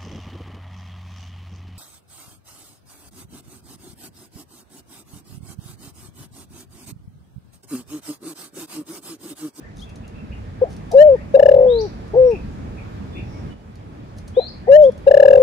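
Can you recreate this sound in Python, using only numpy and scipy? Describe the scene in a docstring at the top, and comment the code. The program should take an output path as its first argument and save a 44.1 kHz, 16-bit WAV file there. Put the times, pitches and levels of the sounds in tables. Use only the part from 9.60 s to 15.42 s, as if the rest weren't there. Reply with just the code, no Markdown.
"""Caged dove, two phrases

A spotted dove sings close by in a covered cage: cluck, arched coo, rolled coo that sinks away and, in the
first phrase, a soft closing coo. Air pressure drives pitch and level of its near-pure tone; loud peaks clip.
Other birds (gliding sines) whistle and chirp farther off, cage ticks and rustles are noise through high modes,
and far traffic and hiss are shaped stereo noise."""
import sys
import numpy as np
from scipy import signal
from scipy.io import wavfile

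SR = 44100
rng = np.random.default_rng(int(sys.argv[2]) if len(sys.argv) > 2 else 0)


def persist_wave(psi):
    """Save psi, clipped to +-1, as 16-bit WAV."""
    counts = np.round(np.clip(psi, -1, 1) * 32767).astype(np.int16)
    wavfile.write(sys.argv[1], SR, np.atleast_2d(counts).T)


N = 256662
TIME = np.arange(N) / SR


def from_db(db):
    """Decibels to gain."""
    return 10 ** (np.asarray(db) / 20)


def rms_one(x):
    """Scale to unit RMS."""
    return x / np.sqrt(np.mean(x ** 2) + 1e-20)


def in_time(rows):
    """Each column of a time table, interpolated to every sample."""
    s, *columns = np.transpose(rows)
    return [np.interp(TIME, s, c) for c in columns]


def at_hz(points, hz):
    """Read a spectrum on a log-frequency axis."""
    table_hz, values = np.transpose(points)
    return np.interp(np.log(hz), np.log(table_hz), values)


def band(x, low_hz, high_hz):
    """Butterworth band-pass."""
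    edges_hz = [low_hz, min(high_hz, .45 * SR)]
    return signal.sosfilt(signal.butter(2, edges_hz, "band", fs=SR, output="sos"), x + 1e-18)


def resonance(x, hz, width_hz):
    """Two-pole resonance, unit gain at the peak."""
    r = np.exp(-np.pi * width_hz / SR)
    numerator = np.array([1, 0, -1]) * (1 - r * r) / 2
    denominator = [1, -2 * r * np.cos(2 * np.pi * hz / SR), r * r]
    return signal.lfilter(numerator, denominator, x + 1e-18)


def drift(rate_hz):
    """Random wander of unit RMS, with rate_hz new values per second."""
    return rms_one(np.interp(TIME * rate_hz, np.arange(8192), rng.standard_normal(8192)))


def delayed(x, seconds):
    """The same sound arriving later."""
    return np.interp(TIME - seconds, TIME, x, left=0)


def phase_of(hz):
    """Running phase of a gliding pitch."""
    return 2 * np.pi * np.cumsum(hz) / SR


def swell(start, length):
    """Half-sine rise and fall."""
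    return np.sin(np.pi * np.clip((TIME - start) / length, 0, 1))


def sounding(start, length, edge_s):
    """Gate with tanh edges."""
    opening = np.tanh((TIME - start) / edge_s / 2)
    closing = np.tanh((TIME - start - length) / edge_s / 2)
    return (opening - closing) / 2


def glide(start, length, from_hz, to_hz, db, waver):
    """Short bird note: a sine sliding between two pitches under a half-sine swell."""
    pitch = np.interp(TIME, [start, start + length], [from_hz, to_hz])
    return from_db(db) * swell(start, length) * np.sin(phase_of(pitch * (1 + waver)))


def reverb(x, t60):
    """Dense decaying reflections, independent per side, unit energy."""
    t = TIME[:SR]
    tail = rng.standard_normal((2, SR)) * from_db(-60 * t / t60) * (1 - np.exp(-t / 0.0034))
    tail /= np.sqrt(np.sum(tail ** 2, axis=1, keepdims=True))
    return signal.fftconvolve(x[None], tail, axes=1)[:, :N]


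# left-right correlation of the outdoor noise: [f/Hz, correlation/1]
LIKENESS = [(50, 1), (150, 0.93), (400, 0.27), (1000, 0.49), (2500, .1), (10000, 0.088)]


def banded_noise(spectrum, patchy_db):
    """Half-octave bands of stereo noise, each with its own level, flicker and left-right correlation."""
    out, edges_hz = 0, 20 * 2 ** (np.arange(21) / 2)
    white = rng.standard_normal((2, 2, N))
    for k, (low, high) in enumerate(zip(edges_hz, edges_hz[1:])):
        mid, side = band(white[k % 2], low, high)
        hz = np.sqrt(low * high)
        alike = np.clip(at_hz(LIKENESS, hz), -1, 1)
        gain = from_db(at_hz(spectrum, hz) + patchy_db * drift(14))
        stereo = np.sqrt(1 + alike) * mid + np.sqrt(1 - alike) * side * [[1], [-1]]
        out = out + gain * stereo
    return rms_one(out)


# background level before channel trim; swells, steps down abruptly near 3.93 s, then rises again:
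# [t/s, rumble level/dB, hiss level/dB]
BACKGROUND = [(0, -39, -51), (0.6, -36, -48), (1.3, -34.5, -46), (3.05, -31.5, -44.5), (3.925, -33, -44.5),
              (3.95, -41, -52), (4.35, -37.5, -48.5), (5.3, -36.5, -48.3), (5.82, -34.5, -41.5)]
# traffic spectrum: [f/Hz, relative density/dB per Hz]
RUMBLE = [(12, -41), (20, -16), (48, -2.5), (85, 0.5), (129, -5), (195, -5), (282, -13), (344, -15),
          (375, -15), (409, -19.5), (600, -24.5), (780, -59), (1320, -120)]
# hiss spectrum: [f/Hz, relative density/dB per Hz]
HISS = [(300, 3.5), (450, -1), (700, -2), (1000, -5), (1500, -9.5), (2300, -13.5), (3300, -20.5),
        (5500, -23.5), (8000, -36), (10000, -26), (12000, -39), (16000, -51.5)]


def outdoors(left_lag_s=.0005):
    """Far traffic and soft hiss as band noise, reaching the right port first."""
    rumble_db, hiss_db = in_time(BACKGROUND)
    rumble = from_db(rumble_db) * rms_one(band(banded_noise(RUMBLE, patchy_db=2.0), 26, 1200))
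    hiss = from_db(hiss_db) * rms_one(band(banded_noise(HISS, patchy_db=1.0), 370, 18000))
    left, right = rumble + hiss
    return np.array([delayed(left, left_lag_s), right]) * from_db([[-.5], [.5]])


# slurs of a distant bird: [t/s, level/dB before mix]
SLURS = [(0.01, -52), (1.535, -51.5), (5.031, -50.5)]


def slurs(length_s=0.066, start_hz=1625, end_hz=2077, quaver=0.036):
    """Rising slurs: upward sine glides with slight pitch jitter."""
    wobble = quaver * drift(500)
    return sum(glide(start, length_s, start_hz, end_hz, db, wobble) for start, db in SLURS)


def twitter(count=6, db=-64, length_s=0.12, quaver=0.032, low_hz=2000, high_hz=3300):
    """Faint quavering notes at random times and log-random pitches."""
    wobble = quaver * drift(500)
    when, height = rng.random((count, 2)).T
    pitches_hz = low_hz * (high_hz / low_hz) ** height
    return sum(glide(start, length_s, hz, hz, db, wobble) for start, hz in zip(when * N / SR, pitches_hz))


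# cage ticks: [t/s, level/dB before trim, length/s]
TICKS = [(0.291, -44, 0.013), (0.357, -42, 0.0094), (0.478, -43, 0.0082), (1.1646, -42, 0.0091),
         (1.3138, -32, 0.0091), (2.476, -48, 0.01), (2.708, -44, 0.01), (4.155, -48, 0.01),
         (4.5837, -39.5, 0.0102), (4.6766, -38.5, 0.013), (5.3179, -44.5, 0.01), (5.377, -42, 0.0095)]
# longer rustles: [t/s, length/s, level/dB of the drive]
RUSTLES = [(0.152, 0.11, -48), (1.082, 0.075, -48), (4.561, 0.033, -50.5), (5.213, 0.047, -46)]
# modes rung by ticks and rustles: [f/Hz, width/Hz, level/dB]
TICK_MODES = [(4270, 1100, 0.5), (6300, 790, 1.5), (9200, 990, -3), (12300, 2600, -15.5)]


def ticks_and_rustles(grain_db=4, tick_db=-1.0, lead_s=0.0017):
    """Grainy friction noise, in short and longer swells, rings a few high modes."""
    friction = rms_one(rng.standard_normal(N) * from_db(grain_db * drift(830)))
    tick_force = sum(from_db(db + tick_db) * swell(start - lead_s, length) for start, db, length in TICKS)
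    rustle_force = sum(from_db(db) * swell(start, length) for start, length, db in RUSTLES)
    drive = (tick_force + rustle_force) * friction
    # alternate mode signs
    return sum((-1) ** k * from_db(db) * resonance(drive, hz, width)
               for k, (hz, width, db) in enumerate(TICK_MODES))


# two-stroke tweets: [t/s, level/dB before stroke level and mix]
TWEETS = [(0.187, -39.5), (5.207, -40)]
# strokes of a tweet: [delay/s, length/s, start f/Hz, end f/Hz, relative level/dB]
STROKES = [(0, 0.025, 3300, 3950, -8.5), (0.025, 0.039, 3080, 3575, 0)]


def tweets(warble=0.012):
    """Quick tweets: two rising sine strokes each, with pitch jitter."""
    wobble = warble * drift(500)
    return sum(glide(start + delay, length, from_hz, to_hz, db + stroke_db, wobble)
               for start, db in TWEETS for delay, length, from_hz, to_hz, stroke_db in STROKES)


# distant cheeps: [t/s, length/s, f/Hz, level/dB before mix, quaver/share of f]
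CHEEPS = [(0.429, 0.024, 2740, -55.5, 0.052), (0.533, 0.073, 2606, -55.5, 0.036),
          (0.709, 0.028, 2610, -49, 0.09), (1.586, 0.04, 2290, -55, 0.069), (2.623, 0.11, 5480, -61, 0.04),
          (2.704, 0.024, 2570, -43, 0.05), (2.739, 0.02, 2587, -43.5, 0.04),
          (3.165, 0.034, 2430, -47.5, 0.06), (3.504, 0.1, 3500, -55.5, 0.0053),
          (3.545, 0.037, 2490, -45.5, 0.097), (3.58, 0.02, 2690, -44.5, 0.1),
          (3.616, 0.23, 5440, -65.5, 0.044), (3.721, 0.03, 2250, -53, 0.0046),
          (3.88, 0.05, 2955, -56.5, 0.006)]


def cheeps():
    """Distant cheeps: level-pitched sines that quaver at random."""
    wobble = drift(500)
    return sum(glide(start, length, hz, hz, db, quaver * wobble) for start, length, hz, db, quaver in CHEEPS)


def dove(jitter=0.0049, shimmer_db=0.25, octave_db=-31, upper_db=-52, husk_db=-3, throat_hz=670, flutter=0.13,
         ring_db=-17, ring_hz=660, ring_width_hz=60):
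    """Beak shut, the swollen throat lets out an almost pure tone, a faint octave and husky edges."""
    pitch, strength, husk = airflow()
    phase = phase_of(pitch * (1 + jitter * drift(150)))
    tone = strength * from_db(shimmer_db * drift(120)) * np.sin(phase)
    # octave: nearly as strong in soft notes as in loud; passes best at low pitch
    octave = np.tanh(strength / 0.12) * np.sin(2 * phase)
    octave = from_db(octave_db) * band(band(octave, 540, 960), 540, 960)
    # fourth and fifth harmonics: emerge near full pressure
    upper = from_db(upper_db) * strength ** 2 * sum(np.sin(k * phase) for k in (4, 5))
    # unsteady flutter around the throat resonance, before the tone locks in and after it breaks off
    unsteady = np.sin(phase_of(throat_hz * (1 + flutter * drift(450))))
    rasp = from_db(husk_db) * band(husk * unsteady, 470, 880)
    voice = tone + octave + upper + rasp
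    # sudden starts and stops leave the cage ringing
    cage_ring = from_db(ring_db) * resonance(delayed(voice, .006), ring_hz, ring_width_hz)
    return voice, cage_ring


def airflow():
    """Strength-weighted pitch, total strength and total huskiness over all dove notes."""
    parts = short_beats() + arched_coos() + rolled_coos() + [closing_coo()]
    strength = sum(level for _, level, _ in parts)
    pitch = sum(hz * level for hz, level, _ in parts) / (strength + 1e-9)
    return pitch, strength, sum(husk for _, _, husk in parts)


def loudness(hz, full_db=2.5, full_hz=553.7, knee_hz=15.85, db_per_hz=0.1567):
    """Pressure raises pitch and level together, until level saturates at full pressure."""
    shortfall_hz = knee_hz * np.logaddexp(0, (full_hz - hz) / knee_hz)
    return from_db(full_db - db_per_hz * shortfall_hz)


def melody(shape, start, stretch):
    """Note pitch at every sample, and note end time."""
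    s, hz = np.transpose(shape)
    return np.interp(TIME, start + stretch * s, hz), start + stretch * s[-1]


def beat(start, length, hz, db, edge_s=0.0013, sag=.065, puff=0.13, puff_s=0.012, lead=.12, lead_s=0.0038):
    """One short opening (pitch, strength, husk): pitch arches, air leaks before and flutters after."""
    place = np.clip(2 * (TIME - start) / length - 1, -1.5, 1.5)
    after = TIME - start - length
    peak = from_db(db) * loudness(hz)
    leak = lead * swell(start - 2 * lead_s, 2 * lead_s)
    release = puff * (after > 0) * np.exp(-np.abs(after) / puff_s)
    arched_hz = hz * (1 + sag * (1 / 4 - place ** 2))
    return arched_hz, peak * sounding(start, length, edge_s), peak * (leak + release)


# short single beats, two clucks and a brief stumble early in the first rolled coo:
# [t/s, length/s, nominal f/Hz, accent level/dB]
SHORT_BEATS = [(1.018, 0.0225, 509.2, -0.7), (1.7724, 0.0049, 560, -2.5), (4.7712, 0.0245, 506, 1.0)]


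def short_beats():
    """Two clucks and a brief stumble early in the first roll: throat openings with a stronger, longer release."""
    return [beat(*row, puff=0.24, puff_s=0.021) for row in SHORT_BEATS]


# arched-coo melody: [t/s into note before stretch, f/Hz]
ARCH = [(0, 420), (0.009, 491.8), (0.023, 539.2), (0.05, 556), (0.087, 612.6), (0.143, 605.2), (0.172, 543),
        (0.216, 508), (0.236, 385)]
# arched coos: [t/s, length/s, time stretch/1, accent level/dB, break delay/s, break step/dB,
# husk t/s, husk length/s]
ARCHED_COOS = [(1.334, 0.229, 0.985, -0.39, 0.1, -2.7, 1.308, 0.05),
               (5.076, 0.224, 1.01, -0.23, 0.093, -2, 5.066, 0.032)]


def arched_coos(edge_s=0.0016, husk_db=-18):
    """Husky start, then a clear pitch arch whose level drops a step where the voice breaks near the top."""
    parts = []
    for start, length, stretch, db, break_s, break_db, husk_start, husk_s in ARCHED_COOS:
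        pitch, _ = melody(ARCH, start, stretch)
        broken = sounding(start + break_s, length, edge_s / 2)
        level = from_db(db + break_db * broken)
        strength = level * loudness(pitch) * sounding(start, length, edge_s)
        parts.append((pitch, strength, from_db(husk_db) * swell(husk_start, husk_s)))
    return parts


# rolled-coo melody: [t/s into note before stretch, f/Hz]
ROLL = [(0, 537.6), (0.05, 572), (0.14, 562), (0.25, 537), (0.315, 512), (0.41, 466), (0.512, 415),
        (0.545, 285)]
# rolled coos: [t/s, time stretch/1, accent level/dB, tiring/dB per s (negative: strengthens),
# first quick beat centre t/s, first gap/s, shortening per gap/s]
ROLLED_COOS = [(1.7434, 1.0, 1.4, 6.0, 1.7995, 0.0325, 0.00164),
               (5.4704, 1.14, 1.47, -2.3, 5.516, 0.0303, 0.00084)]


def rolled_coos():
    """All rolled coos, as a flat list of beats and merged tones."""
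    return [part for row in ROLLED_COOS for part in rolled_coo(*row)]


def rolled_coo(start, stretch, db, tiring_db, first_beat, gap, shortening, count=11, opening_db=-0.9,
               tail_db=0.74, edge_s=0.0012, uneven_length=0.055, uneven_pitch=0.0053,
               opening_s=0.023, beat_s=0.0105, widening=0.219):
    """Long opening beat, then ever quicker, uneven beats that merge into one sinking tone."""
    pitch, end = melody(ROLL, start, stretch)
    opening_hz = np.interp(start + opening_s / 2, TIME, pitch)
    parts, centre = [beat(start, opening_s, opening_hz, db + opening_db)], first_beat
    for k, (longer, higher) in enumerate(rng.standard_normal((count, 2))):
        # beats lengthen by a share (widening) of the time the gaps lose
        length = (beat_s + widening * shortening * k) * (1 + uneven_length * longer)
        hz = np.interp(centre, TIME, pitch) * (1 + uneven_pitch * higher)
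        parts.append(beat(centre - length / 2, length, hz, db - tiring_db * (centre - start)))
        centre = centre + gap - shortening * k
    merged = centre - beat_s / 2
    strength = from_db(tail_db) * loudness(pitch) * sounding(merged, end - merged, edge_s)
    return parts + [(pitch, strength, 0)]


# rising whistles: [t/s, length/s, attack/s, settling f/Hz, top f/Hz of the closing flick, rise constant/s,
# flick constant/s, level/dB before mix]
WHISTLES = [(2.069, 0.152, 0.053, 3915, 6040, 0.033, 0.019, -34),
            (4.736, 0.157, 0.072, 4494, 5170, 0.072, 0.01, -34.5)]


def whistles(start_hz=3050, fade_db_per_s=35, warble=0.012, flick_warble=0.055, grain_db=2, edge_s=0.0012,
             strand_db=-17, strand_ratio=0.87):
    """Warbling whistles with a faint lower strand: rise, level off, break into a rough flick."""
    out, wobble = 0, drift(500)
    for start, length, attack_s, settle_hz, top_hz, rise_s, flick_s, db in WHISTLES:
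        t = np.clip(TIME - start, 0, length)
        flick = np.exp((t - length) / flick_s)
        rise_hz = (start_hz - settle_hz) * np.exp(-t / rise_s)
        pitch = settle_hz + rise_hz + (top_hz - settle_hz) * flick
        level = from_db(db - fade_db_per_s * np.abs(t - attack_s)) * np.minimum(t / attack_s, 1)
        phase = phase_of(pitch * (1 + (warble + flick_warble * flick) * wobble))
        strands = np.sin(phase) + from_db(strand_db) * np.sin(strand_ratio * phase)
        out = out + level * sounding(start, length, edge_s) * strands
    return out * from_db(grain_db * drift(300))


# soft closing coo: [t/s, f/Hz]
CLOSING_COO = [(2.536, 414.6), (2.562, 477), (2.58, 512.4), (2.61, 515.5), (2.668, 499), (2.70, 476),
               (2.737, 424.6), (2.775, 270.8)]


def closing_coo(db=0.9, edge_s=0.001, catch_at_s=0.013, catch_s=0.0068, catch_db=-10, husk_db=-22, husk_s=0.036):
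    """Low pitch arch that starts husky and catches once before the tone is steady."""
    pitch, = in_time(CLOSING_COO)
    start, end = CLOSING_COO[0][0], CLOSING_COO[-1][0]
    level = from_db(db + catch_db * swell(start + catch_at_s, catch_s))
    strength = level * loudness(pitch) * sounding(start, end - start, edge_s)
    return pitch, strength, from_db(husk_db) * sounding(start, husk_s, edge_s)


def scene(right_db=-4.5, right_lag_s=0.00025, room_db=-35):
    """Dove nearer the left port; other birds come with the echo of the yard."""
    voice, cage_ring = dove()
    near = voice + cage_ring
    song = np.array([near, from_db(right_db) * delayed(near, right_lag_s)])
    song = song + from_db(room_db) * reverb(voice, t60=0.75)
    whistle = tweets() + whistles()
    chirp = slurs() + twitter() + cheeps()
    cage_noise = ticks_and_rustles()
    # high ends of the whistles echo most
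    birds = whistle * from_db([[3], [-8]]) + reverb(band(whistle, 4100, 9000), t60=0.36)
    birds = birds + from_db(-2.5) * chirp + from_db(8) * reverb(chirp, t60=0.27)
    cage = cage_noise + from_db(-3.0) * reverb(cage_noise, t60=.15)
    return song + birds + cage + outdoors()


def record(dry, stopband_hz=17000):
    """Recorder clips at full scale, then a steep low-pass cuts the top."""
    clipped = np.clip(dry, -1, 1)
    return signal.sosfilt(signal.cheby2(12, 70, stopband_hz, fs=SR, output="sos"), clipped)


dry = scene()
out = record(dry)
persist_wave(out)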